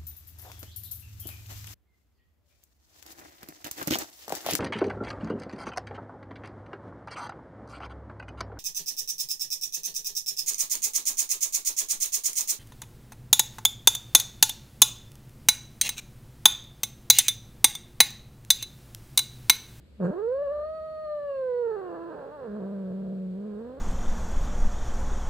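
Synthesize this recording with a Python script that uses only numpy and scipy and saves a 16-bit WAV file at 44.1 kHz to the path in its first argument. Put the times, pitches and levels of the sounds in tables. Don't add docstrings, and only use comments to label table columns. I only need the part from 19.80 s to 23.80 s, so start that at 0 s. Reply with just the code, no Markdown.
import sys
import numpy as np
from scipy import signal
from scipy.fft import rfft, irfft, next_fast_len
from scipy.io import wavfile
from scipy.ndimage import uniform_filter1d

SR = 44100
rng = np.random.default_rng(int(sys.argv[2]) if len(sys.argv) > 2 else 0)


def unload_audio(sound):
    columns = np.transpose(np.atleast_2d(sound))
    steps = np.round(np.clip(columns, -1, 1) * 32767)
    wavfile.write(sys.argv[1], SR, steps.astype(np.int16))


N = 176400
TIME = np.arange(N) / SR
FFT_SIZE = next_fast_len(N + SR)
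BIN_HZ = np.maximum(np.arange(FFT_SIZE // 2 + 1) * SR / FFT_SIZE, 1)

# time_s, pitch_hz
GRUNT_PITCH = [(.175, 212.8), (.257, 167.5), (.306, 197.7)]
CALL_PITCH = [(.316, 290.4), (0.395, 406.2), (0.55, 538.6), (0.625, 579.2), (0.68, 554.5), (0.74, 596.5),
              (0.77, 593.6), (0.92, 632.5), (1.2, 623), (1.47, 571), (1.72, 492.8), (1.82, 481),
              (1.9, 447.9), (1.92, 419.6), (1.945, 429.5), (1.975, 393.6), (2.13, 331.9), (2.285, 336.5),
              (2.405, 276.8), (2.491, 275.5), (2.55, 306.7), (2.69, 207.8), (2.775, 214.4), (2.8, 192.4),
              (2.945, 199), (3.115, 183), (3.147, 192.7), (3.54, 184), (3.665, 215.7), (3.755, 206.4),
              (3.99, 282.2)]
# time_s, first_db, second_db, third_db, upper_db
GRUNT_LEVELS = [(.192, -42.5, -65.5, -78.5, -76.5), (.203, -30, -39.5, -42, -53.5),
                (.255, -24, -38, -32, -42), (.29, -32, -38.5, -42, -63), (.304, -25.5, -39.5, -44, -57.5)]
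CALL_LEVELS = [(0.315, -44, -39.5, -58, -61), (0.373, -33.5, -51.5, -50, -45.5),
               (0.487, -26.5, -53, -59, -49.5), (0.791, -31, -45, -61, -41),
               (0.878, -36.5, -48.5, -66.5, -43), (1.22, -40, -47, -67, -42.5),
               (1.312, -32.5, -48, -60.5, -39.5), (1.451, -32.5, -48.5, -61.5, -45.5),
               (1.58, -30.5, -52, -58, -44), (1.83, -26.5, -49, -56, -49), (1.945, -32.5, -46.5, -50, -42),
               (1.991, -37.5, -50, -50.5, -43.5), (2.15, -43, -45.5, -52.5, -48),
               (2.278, -41, -52, -50, -48.5), (2.389, -55.5, -43.5, -54, -49.5),
               (2.569, -57.5, -46.5, -53, -53.5), (2.635, -57.5, -38, -57.5, -49),
               (2.691, -37.5, -42.5, -51, -52), (2.981, -34, -47.5, -46, -60.5),
               (3.499, -33.5, -51.5, -54, -75), (3.781, -39, -42, -62, -59), (4, -51.5, -46.5, -62, -59)]
# time_s, level_db
RASP_LEVELS = [(.187, -69), (.202, -43.5), (.255, -35.5), (.31, -38.5), (.37, -48), (.55, -60), (.81, -54),
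               (.92, -66), (1.8, -66), (1.93, -48), (2.15, -45), (2.24, -50.5), (2.32, -43), (2.49, -43.5),
               (2.54, -58), (2.62, -47.5), (2.82, -47.5), (3.5, -52), (4, -49.5)]
# centre_s, half_length_s, pulse_count, base_level_db
ROUGH_SPELLS = [(2.155, 0.047, 2, -48), (2.383, 0.08, 2, -53), (2.825, .035, 3, -53), (3.11, .025, 3, -56),
                (3.3, .08, 3, -58.5)]
# centre_s, half_length_s, boost_db
NASAL_SWELLS = [(1.537, 0.08, 4.5), (2.169, .18, 11.5)]
# frequency_hz, gain_db
THROAT_COLOUR = [(720, -3), (1000, 4.5), (1350, -4.5), (1700, -10), (1950, -19), (2300, -42), (2800, -27.5),
                 (3300, -50), (3800, -38), (4350, -29), (4900, -59.5)]
RASP_COLOUR = [(90, -21), (165, -3.5), (280, -12), (360, -4), (450, 9), (560, 2), (760, -8.5),
               (1620, -11.5), (2130, -40), (2780, -33), (3300, -53), (4300, -39), (5500, -62)]
SPIT_COLOUR = [(5800, -12.5), (7000, 8), (11000, -15)]
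# frequency_hz, balance_db
LEFT_BALANCE = [(260, 0.5), (405, -8), (500, -4.5), (570, 1), (770, 2.5), (970, -9.5), (1190, 3.5),
                (1450, -12), (1950, 7.5), (2900, -4.5), (4400, -16.5), (6000, 4)]
# frequency_hz, lead_radians
LEFT_LEAD = [(220, -0.36), (350, -1.4), (520, -0.36), (800, -1.6), (1700, 0.76)]
# frequency_hz, gain_db
HISS_COLOUR = [(25, -10.5), (160, 2.5), (300, -5), (550, -9.5), (800, -21), (4400, -26), (5900, -38.5),
               (7900, -31.5), (10200, -42.5), (12200, -37.5)]
RUMBLE_COLOUR = [(25, -24.5), (70, 11.5), (95, -9.5), (300, -56.5)]
# frequency_hz, correlation
HISS_LIKENESS = [(1000, 0.46), (4000, 0), (12000, 0.54)]
# time_s, level_db
RUMBLE_LEVELS = [(0, -54.5), (1.17, -56.5), (1.4, -66), (4, -64)]

WAVER_SHARE, WAVER_HZ = .0032, 14
JITTER_CLEAR, JITTER_HOARSE, JITTER_HZ = .002, .027, 60
SHIMMER_CLEAR_DB, SHIMMER_HOARSE_DB, SHIMMER_HZ = .2, .9, 32
FULL_RASP_DB, BREAKUP_DB = -44, 13


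def cat(harmonic_count=20):
    pitch, = in_time(np.vstack([GRUNT_PITCH, CALL_PITCH]))
    *low_db, upper_db = in_time(np.vstack([GRUNT_LEVELS, CALL_LEVELS]))
    rasp_db, = in_time(RASP_LEVELS)
    hoarse = from_db(np.minimum(rasp_db - FULL_RASP_DB, 0))
    in_threes = sum(swell(s, width) for s, width, group, _ in ROUGH_SPELLS if round(group) > 2)
    jitter = JITTER_CLEAR + JITTER_HOARSE * (hoarse + in_threes)
    wobble = 1 + WAVER_SHARE * drift(WAVER_HZ) + jitter * drift(JITTER_HZ)
    cycles = np.cumsum(pitch * wobble) / SR
    phase = 2 * np.pi * cycles
    clean_db = upper_db - BREAKUP_DB * hoarse
    levels = low_db + [clean_db + throat_db(k * pitch) for k in range(4, harmonic_count + 1)]
    tone = sum(from_db(db) * np.cos((k + 1) * phase - k * k / 10) for k, db in enumerate(levels))
    tone += grouped_pulses(phase, pitch)
    shimmer = from_db((SHIMMER_CLEAR_DB + SHIMMER_HOARSE_DB * hoarse) * drift(SHIMMER_HZ))
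    fade_in = np.clip((TIME - GRUNT_PITCH[0][0]) / .034, 0, 1)
    voice = np.sqrt(2) * tone * shimmer + from_db(rasp_db) * rasp(cycles, upper_db)
    return fade_in * (voice + spit(phase))


def throat_db(hz, nasal_hz=2800, nasal_width_hz=220):
    nasal_db = sum(db * swell(s, width) for s, width, db in NASAL_SWELLS)
    nearness = np.exp(-((hz - nasal_hz) / nasal_width_hz) ** 2)
    flare_db = 1.3 * np.minimum(hz / nasal_hz, 1) * drift(WAVER_HZ)
    return at_hz(THROAT_COLOUR, hz) + nasal_db * nearness + flare_db


def grouped_pulses(phase, pitch):
    tones = 0
    for s, width, group, db in ROUGH_SPELLS:
        group = round(group)
        for k in range(2, 4 * group):
            if k % group:
                gain = from_db(db + at_hz(RASP_COLOUR, pitch * k / group) / 2)
                tones += gain * swell(s, width) * np.cos(phase * k / group + 2 * np.pi * rng.random())
    return tones


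def rasp(cycles, upper_db, air_share=.7, smooth_s=.011, mouth_hz=740, open_db=-45.5):
    closures = np.diff(np.floor(cycles), prepend=0) > 0
    kicks = closures * rng.choice([-1, 1], N) / np.sqrt(np.gradient(cycles))
    slips = rms_one(filtered(kicks, 1j))
    puffs = rms_one(rng.standard_normal(N) * (1 + np.cos(2 * np.pi * cycles)))
    sound = coloured(slips + air_share * puffs, RASP_COLOUR)
    power = uniform_filter1d(sound ** 2, int(smooth_s * SR))
    power = uniform_filter1d(power, int(smooth_s * SR / 2))
    sound /= np.sqrt(power + 1e-9)
    low = filtered(sound, 1 / (1 + (BIN_HZ / mouth_hz) ** 10))
    muffle = from_db(.39 * np.minimum(upper_db - open_db, 0))
    return low + (sound - low) * muffle


def spit(phase, level_db=-70.5):
    air = coloured(rng.standard_normal(N) * (1 + np.cos(phase)), SPIT_COLOUR)
    return from_db(level_db) * swell(centre_s=.256, half_length_s=.022) * air


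def room(sound, echo_s=.3, echo_db=-2, low_cut_hz=920):
    tilt = from_db(at_hz(LEFT_BALANCE, BIN_HZ) / 2) * np.exp(.5j * at_hz(LEFT_LEAD, BIN_HZ))
    pair = np.array([tilt, 1 / tilt])
    direct = pair / abs(pair.mean(axis=0))
    tail = rng.standard_normal((2, N)) * from_db(-60 * TIME / echo_s)
    tail /= np.sqrt(np.sum(tail ** 2, axis=1, keepdims=True))
    echo = from_db(echo_db) * rfft(tail, FFT_SIZE) / (1 + (low_cut_hz / BIN_HZ) ** 2)
    return filtered(sound, direct + echo)


def hiss(centre_db=-60):
    centre, side = (coloured(noise, HISS_COLOUR) for noise in rng.standard_normal((2, N)))
    alike = at_hz(HISS_LIKENESS, BIN_HZ)
    wide = filtered(side, np.sqrt((1 - alike) / (1 + alike)))
    return from_db(centre_db) * (centre + np.array([wide, -wide]))


def rumble():
    level_db, = in_time(RUMBLE_LEVELS)
    return from_db(level_db) * coloured(rng.standard_normal(N), RUMBLE_COLOUR)


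def from_db(db):
    return 10 ** (np.asarray(db) / 20)


def rms_one(x):
    return x / np.sqrt(np.mean(x ** 2) + 1e-20)


def in_time(rows):
    times, *columns = np.transpose(rows)
    return [np.interp(TIME, times, column) for column in columns]


def at_hz(points, hz):
    frequencies, values = np.transpose(points)
    return np.interp(np.log(hz), np.log(frequencies), values)


def filtered(x, response):
    padded = np.pad(x, (0, SR // 10), "reflect", reflect_type="odd")
    return irfft(rfft(padded, FFT_SIZE) * response, FFT_SIZE)[..., :N]


def coloured(x, colour):
    return rms_one(filtered(x, from_db(at_hz(colour, BIN_HZ))))


def drift(rate_hz):
    return rms_one(filtered(rng.standard_normal(N), 1 / (1 + (BIN_HZ / rate_hz) ** 4)))


def swell(centre_s, half_length_s):
    return np.exp(-((TIME - centre_s) / half_length_s) ** 2)


def scene():
    return room(cat()) + hiss() + rumble()


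def record(dry, cutoff_hz=13600):
    return signal.sosfilt(signal.ellip(10, .1, 80, cutoff_hz, fs=SR, output="sos"), dry)


dry = scene()
out = record(dry)
unload_audio(out)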